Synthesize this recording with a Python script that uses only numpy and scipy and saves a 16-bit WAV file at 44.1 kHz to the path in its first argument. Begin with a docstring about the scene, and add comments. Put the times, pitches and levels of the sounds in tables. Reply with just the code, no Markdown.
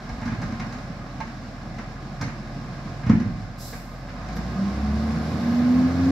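"""Night street, a refuse truck some way off. Its six-cylinder diesel idles: exhaust tones over rumble,
clatter and hiss. The lift bangs bins against the steel hopper; panels boom, the arm rings, loose parts
rattle, the pump hums. The air brake vents, the engine revs up and its turbo whistles.
Far traffic lies underneath; house fronts echo it all."""
import sys
import numpy as np
from scipy import signal
from scipy.fft import rfft, irfft, next_fast_len
from scipy.io import wavfile
from scipy.ndimage import uniform_filter1d

SR = 44100
rng = np.random.default_rng(int(sys.argv[2]) if len(sys.argv) > 2 else 0)


def bounce(signal):
    """Save signal as a 16-bit WAV file at the path given by the first command-line argument."""
    frames = np.transpose(np.atleast_2d(signal))
    limited = np.clip(frames, -1, 1)
    pcm = np.round(limited * 32767).astype(np.int16)
    wavfile.write(sys.argv[1], SR, pcm)


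N = 269451

# engine speed (time [s], firing rate [Hz])
FIRING_RATE = [(0, 43.75), (1.3, 42.61), (3.85, 42.23), (4.16, 45.86), (4.51, 61.76), (4.69, 66.75),
               (4.99, 73.45), (5.22, 75.84), (5.59, 80.56), (6.11, 89.72)]
# exhaust orders 1-3 (idle level [dB], rise with speed [dB/oct])
EXHAUST_ORDERS = [(-42, 15), (-58, 30), (-44.5, 22)]
# pipe and street lift or cancel those orders (frequency [Hz], gain [dB])
PIPE_RESPONSE = [(45, 0), (61.5, 1.5), (64.8, -13), (68, 0.1), (72, 4), (78, -6), (82, -14), (86, -3),
                 (92, 0.1), (130, 0.1), (142, -7), (165, -8), (180, -3), (187, -6), (192, 8), (199, 7),
                 (204, -6), (210, -2), (218, 3), (226, -1), (231, -10), (237, 3), (249, 7), (256, 4),
                 (259.5, -7), (265, 2.5)]
# rumble, clatter, hiss, top hiss (idle level [dB], rise with speed [dB/oct], share of the swell [-])
ENGINE_LAYERS = [(-41, 12, 1.35), (-44, 8, 0.83), (-55.5, 8.5, 0.9), (-74, 11, 0.79)]
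# swell and dip of the engine's rumble, clatter and hiss (time [s], gain [dB])
NOISE_SWELL = [(0, 1.7), (.44, 4), (1.05, 1.3), (2.9, 2.3), (3.52, -1), (4.17, -0.5), (4.32, 0.5), (4.7, 1)]
# clatter spectrum (frequency [Hz], density [dB])
CLATTER_SPECTRUM = [(190, -32), (330, -6), (409, -15.5), (476, -7.5), (525, -9.5), (706, -4), (948, -14.5),
                    (1060, -7.5), (1250, -14), (1380, -14), (1610, -11), (1810, -18.5), (2070, -16),
                    (2800, -27), (3640, -42), (6160, -120)]
# engine casing modes (frequency [Hz], decay rate [1/s], level [dB])
CASING_MODES = [(571.6, 31, 0.5), (745, 6.9, 0.5), (1063, 28, -6), (1234, 23, -0.5), (1680, 150, -3)]
# engine airflow spectrum (frequency [Hz], density [dB])
HISS_SPECTRUM = [(1530, -24), (2600, -1.5), (3300, -4.5), (3670, -2), (4660, -1.5), (4840, -3.5),
                 (5260, -0.5), (5880, -7), (7200, -12.5), (8740, -21.5), (10600, -28), (12800, -26),
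                 (13800, -31.5), (15600, -42)]
# bin blows (time [s], boom [dB], boom tilt [dB/oct], clank [dB], clank pitch [Hz], crack [dB],
# rattle [dB])
BIN_BLOWS = [(0.09, -26, -15, -31, 740, -47, -52), (0.213, -23, -1, -32.5, 850, -49, -40.5),
             (0.254, -20, 9.5, -33, 1140, -43, -43), (0.275, -27, 10, -29.5, 1650, -48, -39),
             (0.312, -20.5, -9, -40, 2150, -53, -40.5), (0.415, -39, 10, -34, 1700, -42, -38),
             (0.434, -22, -6, -40, 745, -60, -58), (0.519, -20.5, 4, -35, 1090, -50, -45),
             (0.595, -29.5, -1, -33.5, 2150, -42, -36), (0.662, -24.5, 11, -46, 1085, -60, -58),
             (0.722, -31, 0, -34, 744, -44, -44), (0.752, -30, 2, -50, 742, -62, -55),
             (1.201, -34, 7, -23, 890, -44.5, -40), (1.267, -34, -3, -43, 745, -54, -44),
             (1.782, -27, 18, -38, 2150, -46, -39), (2.203, -23.5, -9, -37, 1270, -62, -44),
             (2.21, -24, -4, -24.5, 1890, -34, -37), (2.221, -22.5, 13, -28, 1760, -50, -52),
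             (2.272, -25.5, 9, -46, 755, -62, -39.5), (3.029, -24, -8, -33, 1240, -59, -43.5),
             (3.061, -13.5, -7, -38, 1240, -46.5, -37.5), (3.093, -1.5, 6, -26, 1210, -41.5, -31.5),
             (3.149, -17, 2, -36, 740, -72, -59), (3.197, -11.5, 6, -40, 750, -47.5, -40.5),
             (3.255, -20, 3, -49, 1610, -61, -51), (3.3, -22, -8, -56, 1610, -65, -54),
             (3.419, -26, -7, -43, 1610, -53, -57), (3.726, -29.5, 17.5, -35, 1440, -46, -42),
             (4.082, -31, -6, -39, 740, -66, -44), (4.209, -39, -3, -45, 1250, -59, -43.5),
             (4.282, -28, -6, -37, 740, -48, -48), (4.327, -40.5, 1, -44, 1250, -48, -62),
             (4.363, -27, 26, -33.5, 1600, -43, -44.5)]
# hopper panel modes (frequency [Hz], level [dB], t60 [s])
HOPPER_MODES = [(55.5, -13, 0.35), (85, -34.5, 0.26), (104.3, -10, 0.96), (120.2, 2.5, 0.4),
                (137.3, -7, 0.95), (172.3, -3, 0.73), (209.6, 0.5, 0.15), (226.6, -3.5, 0.31),
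                (240.6, -2, 0.096), (277.5, -12, 0.23), (401, -19, 0.1), (468, -17, 0.079),
                (515, -25, 0.068)]
# steel lift arm modes (frequency [Hz], level [dB], t60 [s])
ARM_MODES = [(740, -8, .07), (888, 2, .08), (1090, 3, .07), (1253, -3, .1), (1620, 1, .11), (1760, -4, .07),
             (2150, 0, .09), (2320, -5, .06), (2930, -13, .08), (3580, -13, .06), (4130, -11, .08)]
# brake vent, then a short spit (time [s], level [dB], opening [s], hold [s], fall [dB/s],
# low edge [Hz], high edge [Hz])
BRAKE_VENTS = [(3.572, -46.5, 0.039, 0.083, 85, 3200, 17000), (4.352, -58.5, .008, .005, 598, 11000, 13400)]
# brake air spectrum (frequency [Hz], density [dB])
VENT_SPECTRUM = [(1760, -47), (3000, -12), (4060, -0.5), (4570, -3), (4960, 2.5), (6270, -5), (7850, -3.5),
                 (8200, -9.5), (10700, -14), (11100, -4.5), (12900, -6.5), (14000, -14), (15600, -13)]
# turbo spool-up (time [s], pitch [Hz])
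TURBO_PITCH = [(4.3, 6500), (4.9, 9350), (5.2, 10800), (5.55, 11900), (6.11, 14250)]
# echo spectrum (frequency [Hz], side minus mid [dB])
ECHO_WIDTH = [(60, -18), (200, -20), (400, -14.5), (700, -10), (1290, -4), (2380, -0.5), (4400, -2.5),
              (8120, 0.5), (15000, 0)]
# stereo balance (frequency [Hz], left minus right [dB])
BALANCE = [(60, 1), (110, -1), (200, -1), (380, -1), (700, -1), (1290, -5), (2380, 1), (4400, -1.5),
           (8120, -0.5), (15000, -3.5)]

IDLE_HZ = 42.5
CLANK_CONTACT_S, OFF_PITCH_MAX_DB = 0.0035, 9.5
RATTLE_RISE_S, RATTLE_FALL_S = 0.0032, 0.056
SHUDDER_RE_BOOM_DB, SHUDDER_RISE_S, SHUDDER_FALL_S = -15, 0.011, 0.089
PUMP_HZ, PUMP_DB, PUMP_ON_S, PUMP_OFF_S, PUMP_RAMP_S = 141.1, -40.5, 1.76, 3.2, 0.27
SEEP_DB, SEEP_FALL_DB_S = -23.5, 33
TURBO_DB, TURBO_LOUDEST_HZ, TURBO_FALL_DB_OCT = -67.5, 11700, 33
LOW_CUT_HZ, HIGH_CUT_HZ = 35, 15740


def undb(db):
    """Decibels to gain."""
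    return 10 ** (np.asarray(db) / 20)


def peak(x):
    """Scale to peak 1."""
    return x / np.abs(x).max()


def curve(table):
    """A (time, value) table, one value a sample."""
    return np.interp(np.arange(N) / SR, *np.transpose(table))


def colour(x, table):
    """Filter by (frequency [Hz], gain [dB]) points on a log axis."""
    hz, db = np.transpose(table)
    mirrored_end = (2 * x[-1] - x[-2:-4098:-1]) * np.hanning(8192)[4096:]
    size = next_fast_len(N + SR // 4)
    bin_hz = np.arange(size // 2 + 1) * SR / size
    gain = undb(np.interp(np.log(bin_hz + 1), np.log(hz + 1), db))
    return irfft(rfft(np.concatenate([x, mirrored_end]), size) * gain, size)[:N]


def band(x, lo_hz, hi_hz):
    """Band-pass, scaled to rms 1."""
    sos = signal.butter(3, [lo_hz, min(hi_hz, 0.45 * SR)], "band", fs=SR, output="sos")
    y = signal.sosfilt(sos, x)
    return y / np.sqrt(np.mean(y ** 2))


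def ring(x, hz, t60_s):
    """One decaying mode driven by x."""
    pole = np.exp(2j * np.pi * hz / SR - np.log(1000) / (t60_s * SR))
    return signal.lfilter([1], [1, -pole], x).imag


def walk(rate_hz):
    """Random steps, smoothed twice."""
    hold = int(SR / rate_hz)
    steps = np.repeat(rng.standard_normal(N // hold + 1), hold)
    return 1.27 * uniform_filter1d(uniform_filter1d(steps, hold), hold)[:N]


def tone(hz, rms_db):
    """Sine on a moving pitch."""
    return np.sqrt(2) * undb(rms_db) * np.sin(2 * np.pi * np.cumsum(hz) / SR)


def exhaust(firing_hz, speed_oct, rumble_db, clatter_db):
    """Firing harmonics sweep through the pipe response; unequal cylinders add weak half orders."""
    out = 0
    for order, (idle_db, rise_db_oct) in enumerate(EXHAUST_ORDERS, 1):
        hz = order * firing_hz
        pipe_db = np.interp(hz, *np.transpose(PIPE_RESPONSE))
        out += tone(hz, idle_db + rise_db_oct * speed_oct + pipe_db + 0.72 * walk(10))
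    for order in (1.5, 2.5):
        out += tone(order * firing_hz, rumble_db - 17.5 + 3 * walk(8))
    return out + tone(6 * firing_hz, clatter_db - 13 + 3 * walk(8))  # shows under load


def engine():
    """Diesel: exhaust, body rumble, and casing clatter and air hiss that puff once a firing."""
    firing_hz, swell_db = curve(FIRING_RATE), curve(NOISE_SWELL)
    speed_oct = np.log2(firing_hz / IDLE_HZ)
    rumble_db, clatter_db, hiss_db, top_db = (
        idle_db + rise_db_oct * speed_oct + share * swell_db
        for idle_db, rise_db_oct, share in ENGINE_LAYERS)
    tones = exhaust(firing_hz, speed_oct, rumble_db, clatter_db)
    firing_phase = np.cumsum(firing_hz) / SR % 1
    puff = 0.83 + 0.21 * np.exp(-firing_phase / 0.34)
    casing = sum(undb(db) * ring(rng.standard_normal(N), hz, 6.9 / decay) * np.sqrt(decay)
                 for hz, decay, db in CASING_MODES)
    waver_db = 0.5 * walk(5.3)
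    noise = rng.standard_normal(N)

    deep = band(noise, 74.3, 113.6) * undb(-6.5 - 2.2 * speed_oct)
    growl = band(noise, 300, 350.5) * undb(-15.5 + 4.2 * speed_oct)
    rumble = deep + band(noise, 139.5, 256.2) + growl
    rumble *= np.hypot(undb(rumble_db), body_shudder()) * undb(1.2 * walk(28))

    clatter = band(colour(rng.standard_normal(N), CLATTER_SPECTRUM), 205, 4200)
    clatter += 0.47 * band(casing, 380, 2900)
    clatter += band(noise, 442, 820) * undb(-22.5 + 16.3 * speed_oct)  # block growls under load
    clatter *= puff * undb(clatter_db + waver_db)

    air = colour(rng.standard_normal(N), HISS_SPECTRUM)
    hiss = band(air, 2870, 10260) * undb(hiss_db) + band(air, 9880, 21000) * undb(top_db)
    hiss *= puff * undb(waver_db + 0.5 * walk(31))
    return tones + rumble + clatter + hiss


def far_traffic():
    """Steady low rumble of distant traffic."""
    return band(rng.standard_normal(N), 25, 65) * undb(-53.5)


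def hopper_boom(t, noise, tilt_db_oct):
    """A bin hits the panels; its shaking load keeps them going."""
    load = 0.7 * noise * (1 - np.exp(-t / 0.006)) * np.exp(-t / 0.077)
    shove = load - 2 * np.exp(-((t - 0.006) / 0.0026) ** 2)  # slow push on the large panels
    rim_chatter = load - sum(size * np.exp(-((t - at_s) / 0.00061) ** 2)
                             for at_s, size in ((0.002, 2.4), (0.0062, 3), (0.0104, 0.76)))
    boom = 0
    for hz, db, t60_s in HOPPER_MODES:
        spot_db = 2 * rng.standard_normal() + tilt_db_oct * np.log2(hz / 170)  # each lands elsewhere
        boom += undb(db + spot_db) * ring(rim_chatter if hz > 160 else shove, hz, t60_s)
    return peak(band(boom, 63, 600))  # panels radiate no deep bass


def arm_clank(t, noise, pitch_hz):
    """Brief contact rings the steel arm, favouring modes near the struck part's pitch."""
    scrape = (noise * t * np.exp(-t / CLANK_CONTACT_S))[:SR // 5]
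    clank = 0
    for hz, db, t60_s in ARM_MODES:
        off_pitch_db = min(45 * abs(np.log2(hz / pitch_hz)), OFF_PITCH_MAX_DB)
        clank += undb(db - off_pitch_db) * peak(ring(band(scrape, 0.7 * hz, 1.4 * hz), hz, t60_s))
    return peak(clank)


def bin_blows():
    """Each blow booms, clanks, cracks and sets loose parts rattling."""
    out = np.zeros(N + SR)
    t = np.arange(SR // 2) / SR
    crack_rise = 1 - np.exp(-(t / 0.003) ** 2)  # blurred by distance
    crack_fall = np.exp(-t / 0.006) + 0.25 * np.exp(-t / 0.07)
    rattle_shape = (1 - np.exp(-t / RATTLE_RISE_S)) * np.exp(-t / RATTLE_FALL_S)
    for at_s, boom_db, tilt_db_oct, clank_db, clank_hz, crack_db, rattle_db in BIN_BLOWS:
        load, contact, snap, loose = rng.standard_normal((4, len(t)))
        boom = undb(boom_db) * hopper_boom(t, load, tilt_db_oct)
        clank = undb(clank_db) * arm_clank(t, contact, clank_hz)
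        crack = band(snap, 3700, 6300) + 0.11 * band(snap, 7000, 13500)
        crack *= undb(crack_db) * crack_rise * crack_fall
        rattle = undb(rattle_db) * band(loose, 600, 2080) * rattle_shape
        start = int(at_s * SR)
        out[start:start + len(clank)] += clank
        out[start:start + len(t)] += boom + crack + rattle
    return out[:N]


def body_shudder():
    """Envelope of the truck body's rumble after each blow."""
    t = np.arange(0, N + 100, 100) / SR
    at_s, boom_db = np.transpose(BIN_BLOWS)[:2, :, None]
    age_s = np.clip(t - at_s, 0, None)
    shape = (1 - np.exp(-age_s / SHUDDER_RISE_S)) * np.exp(-age_s / SHUDDER_FALL_S)
    level = np.linalg.norm(undb(boom_db + SHUDDER_RE_BOOM_DB) * shape, axis=0)
    return np.interp(np.arange(N) / SR, t, level)


def lift_pump():
    """The pump hums at one pitch, ramping in and out."""
    t = np.arange(N) / SR
    running = np.clip(np.minimum(t - PUMP_ON_S, PUMP_OFF_S + PUMP_RAMP_S - t) / PUMP_RAMP_S, 0, 1)
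    return tone(np.full(N, PUMP_HZ), PUMP_DB) * running


def air_brake():
    """The valve snaps open; air rushes, dies away, and the last of it seeps out."""
    air = colour(rng.standard_normal(N), VENT_SPECTRUM) * undb(0.97 * walk(30))
    out = 0
    for at_s, db, open_s, hold_s, fall_db_s, lo_hz, hi_hz in BRAKE_VENTS:
        age_s = np.arange(N) / SR - at_s
        opening = np.clip(age_s / open_s, 0, 1)
        closing_s = np.clip(age_s - open_s - hold_s, 0, None)
        fall = undb(-fall_db_s * closing_s) + undb(SEEP_DB - SEEP_FALL_DB_S * closing_s)
        out += undb(db) * band(air, lo_hz, hi_hz) * opening * fall
    return out


def turbo():
    """Breathy, patchy whistle that climbs as the turbo spools up."""
    hz = curve(TURBO_PITCH)
    db = TURBO_DB - TURBO_FALL_DB_OCT * np.abs(np.log2(hz / TURBO_LOUDEST_HZ))
    whistle = tone(hz * (1 + 0.008 * walk(25)), db + 1.5 * walk(20))
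    return whistle * walk(1500)  # spreads the tone into a band


def scene():
    """Truck and traffic; house fronts scatter echoes that differ left and right, mostly in the treble."""
    mid = engine() + far_traffic() + turbo() + bin_blows() + lift_pump() + air_brake()
    t = np.arange(SR // 2) / SR
    echoes = rng.standard_normal(len(t)) * np.exp(-t / 0.029)
    echoes /= np.linalg.norm(echoes)
    side = colour(signal.fftconvolve(mid, echoes)[:N], ECHO_WIDTH)
    left = colour(mid + side, np.array(BALANCE) * [1, 0.5])
    right = colour(mid - side, np.array(BALANCE) * [1, -0.5])
    return np.array([left, right])


def record(dry):
    """Microphone: low cut, soft clip, steep high cut; the sound fades out over its last 4 ms."""
    low_cut = signal.butter(6, LOW_CUT_HZ, "high", fs=SR, output="sos")
    high_cut = signal.ellip(14, 0.3, 70, HIGH_CUT_HZ, fs=SR, output="sos")
    clipped = 1.6 * np.tanh(signal.sosfilt(low_cut, dry) / 1.6)
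    fade = np.sin(np.pi / 2 * np.clip(np.arange(N)[::-1] / (0.004 * SR), 0, 1)) ** 2
    return signal.sosfilt(high_cut, clipped * fade)


dry = scene()
out = record(dry)
bounce(out)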